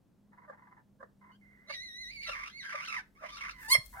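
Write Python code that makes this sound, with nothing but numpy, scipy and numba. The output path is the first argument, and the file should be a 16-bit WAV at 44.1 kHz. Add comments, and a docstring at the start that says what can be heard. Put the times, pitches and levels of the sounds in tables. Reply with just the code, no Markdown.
"""Hens in a covered run, close to a phone. One purrs and moans, holds a thin wavering whine that breaks
into rasping growls, and gives a sharp squawk near the end. Another clucks about twice a second.
Each voice is the pulsing membrane of the syrinx, shaped by the throat; its rasp is scatter in the
period and force of the pulses. Feet stir the litter and thump the earth over outdoor air, a faint hum
and a rumble. Ground, boards and roof give the voices a short echo."""
import sys
import numpy as np
from scipy import signal
from scipy.fft import rfft, irfft, next_fast_len
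from scipy.io import wavfile
from scipy.ndimage import uniform_filter1d
from numba import njit

SR = 44100
rng = np.random.default_rng(int(sys.argv[2]) if len(sys.argv) > 2 else 0)


def generate_wav(sig):
    """Save sig (samples, or channels by samples) to the path in sys.argv[1] as 16-bit PCM at SR."""
    pcm = np.round(np.clip(np.atleast_2d(sig).T, -1, 1) * 32767).astype(np.int16)
    wavfile.write(sys.argv[1], SR, pcm)


N = 176400

# The muffled tone of a closed beak. Each row: frequency in Hz, gain in dB.
CLOSED_BEAK_EQ = [(300,-51), (700,-12.5), (1400,-8), (2100,-18), (2600,-47), (16000,-61)]


def undb(db):
    """Decibels to gain."""
    return 10 ** (np.asarray(db) / 20)


def unit(x):
    """Scale to rms 1."""
    return x / np.sqrt(np.mean(x ** 2) + 1e-20)


def times():
    """Time of every sample in seconds."""
    return np.arange(N) / SR


def gain_at(hz, eq):
    """Gain of an EQ curve at the given frequencies."""
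    f, db = np.array(eq, float).T
    return undb(np.interp(np.log(np.maximum(hz, 1)), np.log(f), db))


def colour(x, eq, phase=[(0, 0)]):
    """Filter by an EQ curve, with an optional phase lag."""
    n = x.shape[-1]
    size = next_fast_len(n + 2048)
    f = np.arange(size // 2 + 1) * SR / size
    lag = np.interp(f, *np.array(phase, float).T)
    return irfft(rfft(x, size) * gain_at(f, eq) * np.exp(-1j * lag), size)[..., :n]


def wobble(hz, size):
    """Random motion up to a given rate, spread 1."""
    f = np.arange(N // 2 + 1) * SR / N
    return unit(irfft(rfft(rng.standard_normal(N)) / np.sqrt(1 + (f / hz) ** 4), N))[:size]


def add(out, start, x):
    """Mix a sound in at a start time."""
    i = int(start * SR)
    out[i:i + len(x)] += x[:N - i]


def background(air_db=-67.5, side_db=-7, hum_hz=200.6, drift=0.0095):
    """Outdoor air, a swelling rumble and a wavering hum."""
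    # Tone of the air and of the rumble. Each row: frequency in Hz, gain in dB.
    air_eq = [(25, -25), (125, -12.5), (196, -11.5), (394, -22.5), (2240, -45), (15000, -53)]
    rumble_eq = [(28, -27), (46, -3), (62, -16), (400, -50)]
    # Swells of the rumble and of the hum. Each row: time in seconds, level in dB.
    rumble_levels = [(0, -94.5), (1.9, -70), (2.3, -60), (2.7, -79.5), (4, -54.5)]
    hum_levels = [(0, -89), (.25, -67), (.95, -73), (1.35, -63), (1.8, -75)]
    fader = lambda levels: undb(np.interp(times(), *np.array(levels).T))
    mid, side = colour(rng.standard_normal((2, N)), air_eq)
    air = undb(air_db) * unit(mid + undb(side_db) * side * np.array([[1], [-1]]))
    rumble = unit(colour(rng.standard_normal(N), rumble_eq))
    pitch = hum_hz * (1 + drift * wobble(6.4, N))
    hum = unit(np.sin(2 * np.pi * np.cumsum(pitch) / SR))
    return air + rumble * fader(rumble_levels) + hum * fader(hum_levels)


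def hops(size, mean_hold_s=.009):
    """The unstable membrane jumps between nearby pitches and holds each for a moment."""
    which = np.cumsum(rng.random(N) < 1 / (mean_hold_s * SR))
    steps = np.clip(rng.standard_normal(N), -2, 2)[which]
    return uniform_filter1d(steps, size=SR // 500)[:size]


def syrinx(hz, rough, throat=np.ones_like, jitter=.083, hop=.092, shiver=.032):
    """A membrane whose period and force scatter with roughness; throat gives each harmonic's gain."""
    n = len(hz)
    scatter = rough * (jitter * wobble(hz=485, size=n) + hop * hops(n))
    scatter += shiver * np.sqrt(rough) * wobble(hz=130, size=n)
    phase = 2 * np.pi * np.cumsum(hz * (1 + scatter)) / SR
    tone, power = np.zeros(n), np.zeros(n) + 1e-12
    for k in range(1, 19):
        gain = throat(k * hz) * (k * hz < SR * 2 / 5)
        tone += gain * np.sin(k * phase)
        power += gain ** 2 / 2
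    rasp = 1 + undb(-1) * rough * wobble(hz=626, size=n)
    flutter = np.exp(.59 * np.sqrt(rough) * np.tanh(wobble(hz=75, size=n)))
    return tone / np.sqrt(power) * unit(rasp * flutter)


def voiced(hz, rough, throat_eq):
    """Syrinx pulses through a still throat, with the level kept even across pitches."""
    tone = colour(syrinx(hz, rough), throat_eq)
    power = sum(gain_at(k * hz, throat_eq) ** 2 for k in range(1, 9))
    return unit(tone / np.sqrt(power))


def purr(hz=980., rough=.85, rise_s=.0083, fall_s=.018):
    """A soft, rough note that beats about twenty times a second."""
    # Beats of the purr. Each row: peak time in seconds, level in dB.
    beats = [(0.334, -64.5), (0.381, -59.5), (0.432, -57), (0.527, -58), (0.584, -60), (0.626, -60.5),
             (0.675, -64.5), (0.723, -60), (0.776, -61.5)]
    t, envelope = times(), np.zeros(N)
    for s, db in beats:
        width = np.where(t < s, rise_s, fall_s)
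        envelope += undb(db) * np.exp(-.5 * ((t - s) / width) ** 2)
    return envelope * voiced(np.full(N, hz), rough, CLOSED_BEAK_EQ)


def clucks(rough=.6, fall_per_s=2):
    """Each cluck is a few cycles of a low, falling note."""
    # The second hen. Each row: peak time in seconds, pitch in Hz, level in dB, half-width in seconds.
    notes = [(0.487, 596, -49.5, 0.0087), (0.499, 562.3, -39, 0.0029), (1.009, 502, -54.5, 0.008),
             (1.03, 561.5, -35.5, 0.0023), (1.703, 569.5, -43.5, 0.011), (2.292, 612, -41, 0.0074),
             (2.748, 610, -38, 0.0072), (3.242, 604.5, -42.5, 0.016), (3.751, 605.7, -35.5, 0.0039)]
    # Her hollow throat tone. Each row: frequency in Hz, gain in dB.
    throat_eq = [(250, -26), (550, 1.5), (1150, -1), (1750, 2.5), (2400, -39.5), (16000, -40)]
    out = np.zeros(N)
    t = np.arange(-SR // 25, SR // 25) / SR
    for s, hz, db, width in notes:
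        note = voiced(hz * np.exp(-fall_per_s * t), rough, throat_eq)
        add(out, s + t[0], undb(db) * note / np.cosh(np.pi / 2 * t / width))
    return out


def contour(rows, fade_s=.003):
    """Time, pitch, gain and roughness along one call."""
    s, hz, db, rough = np.array(rows, float).T[:4]
    t = np.arange(int(s[0] * SR), int(s[-1] * SR)) / SR
    fade = np.clip(np.minimum(t - t[0], t[-1] - t) / fade_s, 0, 1)
    gain = fade * undb(np.interp(t, s, db))
    return t, np.interp(t, s, hz), gain, np.interp(t, s, rough)


def call(rows, throat_eq):
    """One gliding call through a throat that holds its shape."""
    out = np.zeros(N)
    t, hz, gain, rough = contour(rows)
    add(out, t[0], gain * voiced(hz, rough, throat_eq))
    return out


def moans():
    """Soft, sinking moans through a closed beak."""
    # One list per moan. Each row: time in seconds, pitch in Hz, level in dB, roughness (0 is clean).
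    phrases = [
        [(1.21,1032,-66,0.5), (1.31,1026,-59.5,0.58), (1.34,1015,-71,0.27)],
        [(3.925,952,-66.5,1.1), (3.95,871,-48.5,0.82), (4.0,811,-40.5,0.41)],
    ]
    return sum(call(rows, CLOSED_BEAK_EQ) for rows in phrases)


def peep():
    """A tiny rising note from the syrinx."""
    # The peep's glide. Each row: time in seconds, pitch in Hz, level in dB, roughness.
    glide = [(1.315,1470,-69,.15), (1.365,1597,-72,0.23)]
    # Its throat tone. Each row: frequency in Hz, gain in dB.
    throat_eq = [(1500,-1), (3000,0), (9000,-35)]
    return call(glide, throat_eq)


def far_whine():
    """A thin, distant whine that sags in pitch."""
    # The whine's glide. Each row: time in seconds, pitch in Hz, level in dB, roughness.
    glide = [(1.41, 2114, -69.5, .14), (1.67, 2035, -67.5, .38)]
    return call(glide, CLOSED_BEAK_EQ)


def steady(x):
    """Even out slow changes of level and keep the quick grain."""
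    return x / np.sqrt(uniform_filter1d(x ** 2, size=SR // 25) + 1e-12)


def whines(beat_hz=510, beat_depth=.18, rough_scale=.85):
    """A thin high tone; where it cracks, a second membrane adds side tones."""
    # One list per whine. Each row: time in seconds, pitch in Hz, level in dB, roughness.
    phrases = [
        [(1.67,1960,-69,0), (1.70,2117,-46.5,0.41), (1.73,2268,-46,0.38), (1.748,2022,-45.5,0.28),
         (1.775,1881,-46.5,0), (1.84,2060,-49,0.07), (1.92,1867,-51.5,0.03), (2.02,2078,-47.5,0),
         (2.055,1869,-48,0.01), (2.108,2092,-49.5,0.11), (2.118,2350,-56.5,0.29), (2.16,2253,-51,0.14),
         (2.20,2158,-50,0.01), (2.235,2366,-47.5,0.41), (2.27,2014,-44,.25), (2.30,1836,-47.5,0.77)],
        [(2.51,1960,-63,0.4), (2.55,2147,-55,0.07), (2.59,2232,-50.5,.08), (2.61,1942,-46.5,0),
         (2.635,1913,-50.5,0.5)],
    ]
    # The bright throat tone. Each row: frequency in Hz, gain in dB.
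    throat_eq = [(1200,-15), (2000,2.5), (4000,2.5), (6000,-13), (7700,-27), (9500,-16.5), (15000,-32)]
    out = np.zeros(N)
    for rows in phrases:
        t, hz, gain, rough = contour(rows)
        beat = beat_depth * rough * np.sin(2 * np.pi * beat_hz * t + wobble(75, len(t)))
        tone = syrinx(hz * (1 + beat), rough_scale * rough)
        add(out, t[0], gain * steady(colour(tone, throat_eq)))
    return out


@njit
def resonate(x, hz, width):
    """A resonance with a moving centre, gain 1 at its peak."""
    y, band, low = np.empty(len(x)), 0., 0.
    for i in range(len(x)):
        g, damping = np.tan(np.pi * hz[i] / SR), width / hz[i]
        v = (band + g * (x[i] - low)) / (1 + g * (g + damping))
        band, low = 2 * v - band, low + 2 * g * v
        y[i] = damping * v
    return y


def growls(ring_width_hz=640., ring_db=13):
    """Rough pulses ring a narrow throat resonance that slides as the beak moves."""
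    # One list per growl. Each row: time in seconds, pitch in Hz, level in dB, roughness, resonance in Hz.
    phrases = [
        [(2.245,1400,-75,0.65,2680), (2.275,1380,-43.5,.6,2840), (2.32,1330,-42,0.34,2580),
         (2.355,1130,-44.5,0.84,1900), (2.40,1110,-47,0.81,1912), (2.435,1120,-46,0.74,2070),
         (2.475,1330,-48,0.77,2920), (2.52,1700,-63,0.55,3620)],
        [(2.615,1680,-62,0.05,1940), (2.65,1480,-42,0.78,2210), (2.675,1600,-45,.3,1840),
         (2.705,1480,-43,0.91,2144), (2.78,1130,-44,0.9,1810), (2.84,1300,-45,0.51,2440),
         (2.862,1850,-48.5,0.7,4100), (2.885,1290,-41,0.2,2800), (2.945,1220,-41,0.79,2100),
         (2.972,1000,-38.5,0.32,2050), (3.0,770,-43.5,.5,1780), (3.015,725,-57,0.16,1890)],
        [(3.15,1050,-71,0.31,2040), (3.20,1350,-61,0.33,1420), (3.25,1080,-49,0.95,2100),
         (3.295,1080,-53.5,0.82,3120), (3.345,1160,-52,0.36,4430), (3.39,1350,-48.5,0.92,3150),
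         (3.435,1130,-43.5,0.83,2030), (3.492,1290,-45,0.67,1880), (3.512,1400,-46,0.73,4400),
         (3.535,1040,-63,0.24,1940), (3.645,940,-49.5,0.54,1720), (3.69,870,-46.5,0,1770)],
    ]
    # The throat tone under the resonance. Each row: frequency in Hz, gain in dB.
    throat_eq = [(600,-8), (1150,7), (2100,3.5), (2800,-8), (4300,-10), (5700,-6.5), (7800,-21.5),
                 (9300,-11), (16000,-27)]
    out = np.zeros(N)
    for rows in phrases:
        t, hz, gain, rough = contour(rows)
        s, *_, centre = np.array(rows, float).T
        pulses = colour(syrinx(hz, rough), throat_eq)
        ring = resonate(pulses, np.interp(t, s, centre), ring_width_hz)
        add(out, t[0], gain * steady(pulses + undb(ring_db) * ring))
    return out


def litter(grain_db=4, right_db=-8):
    """Dry straw crackles under the feet."""
    # Scuffs of the feet. Each row: peak time in seconds, level in dB, half-width in seconds.
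    scuffs = [(3.64, -53, 0.028), (3.86, -49.5, 0.0063), (3.95, -57.5, 0.079)]
    # The crisp top of the straw. Each row: frequency in Hz, gain in dB.
    straw_eq = [(3000, -3), (9000, 10.5), (16000, 10)]
    swell = sum(undb(db) * np.exp(-.5 * ((times() - s) / width) ** 2) for s, db, width in scuffs)
    grains = rng.standard_normal((2, N)) * undb(grain_db * wobble(750, N))
    return swell * unit(colour(grains, straw_eq)) * undb([[0], [right_db]])


def squawk(peak_width_hz=220, peaks_db=(24, 18.5)):
    """A clean cry that rises and drops; two throat resonances sweep down through its harmonics."""
    # The cry's arc. Each row: time in seconds, pitch in Hz, level in dB, roughness.
    glide = [(3.68, 863.4, -47, 0.08), (3.70, 989, -36.5, 0.19), (3.722, 1080, -18, 0),
             (3.742, 1084, -26, 0.08), (3.753, 1064, -24.5, 0.14), (3.764, 1029, -29, 0.01),
             (3.772, 907, -45.5, 0.42)]
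    # The falling resonances. Each row: time in seconds, lower centre in Hz, upper centre in Hz.
    sweep = [(3.69, 4870, 7260), (3.712, 4640, 7260), (3.723, 4360, 5880), (3.737, 3300, 5500),
             (3.754, 2130, 5180)]
    # The throat tone under the sweep. Each row: frequency in Hz, gain in dB.
    throat_eq = [(500, 51), (1080, -7), (2150, -1), (3200, -15), (4300, -6.5), (5400, -19.5), (7600, -16.5),
                 (8800, 1.5), (12000, -6.5), (16000, -15)]
    t, hz, gain, rough = contour(glide)
    s, *tracks = np.array(sweep, float).T
    centres = [np.interp(t, s, track) for track in tracks]

    def throat(f):
        """Gain of the throat with both moving peaks."""
        boost_db = sum(db / (1 + ((f - c) / peak_width_hz) ** 2) for c, db in zip(centres, peaks_db))
        return gain_at(f, throat_eq) * undb(boost_db)
    out = np.zeros(N)
    add(out, t[0], gain * syrinx(hz, rough, throat))
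    return out


def footfall(at_s=3.79, hz=125, db=-35.5, rise_fall_s=.005):
    """A foot lands on the earth with a soft thump."""
    t = times() - at_s
    return undb(db) * np.sin(2 * np.pi * hz * t) * np.exp(-np.abs(t) / rise_fall_s)


def enclosure(x, early_db=-7, roof_db=-16.5):
    """Quick reflections from ground and boards, then the short ring of the roof."""
    # Tone of the echoes. Each row: frequency in Hz, gain in dB.
    echo_eq = [(300, 11.5), (2200, 4), (4500, 9.5), (16000, -8)]
    t = np.arange(SR // 2) / SR

    def tail(t60_s):
        """Scattered echoes, different on each side."""
        echoes = rng.standard_normal((2, len(t))) * undb(-60 * t / t60_s) * (t > .002)
        return unit(echoes) / np.sqrt(len(t))
    response = undb(early_db) * tail(t60_s=.06) + undb(roof_db) * tail(t60_s=.25)
    return signal.fftconvolve(colour(x, echo_eq)[None], response, axes=1)[:, :N]


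def scene(cluck_left_db=-7, cluck_right_lag_s=0.000085):
    """The hens reach the phone's two ports at slightly different times; the run echoes them."""
    # Right port against left for the voices ahead. Each row: frequency in Hz, gain in dB.
    right_eq = [(500, 9), (1150, -9.5), (2200, 8), (3200, -1), (6500, 7), (9000, -9.5), (15000, -97)]
    # That port's phase. Each row: frequency in Hz, lag in radians.
    right_phase = [(0, -3), (1150, 0.68), (2100, 2), (2700, 5), (3300, 8.5), (4300, 8.5), (16000, 15.5)]
    ahead = whines() + growls() + peep() + moans() + far_whine() + purr() + squawk()
    aside = clucks()
    aside_late = np.interp(times() - cluck_right_lag_s, times(), aside)
    left = ahead + undb(cluck_left_db) * aside
    right = colour(ahead, right_eq, right_phase) + aside_late
    return np.array([left, right]) + enclosure(ahead + aside) + litter() + footfall() + background()


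def record(dry, top_hz=15800):
    """The phone cuts the top."""
    return signal.sosfilt(signal.ellip(10, .2, 80, top_hz, fs=SR, output="sos"), dry)


dry = scene()
out = record(dry)
generate_wav(out)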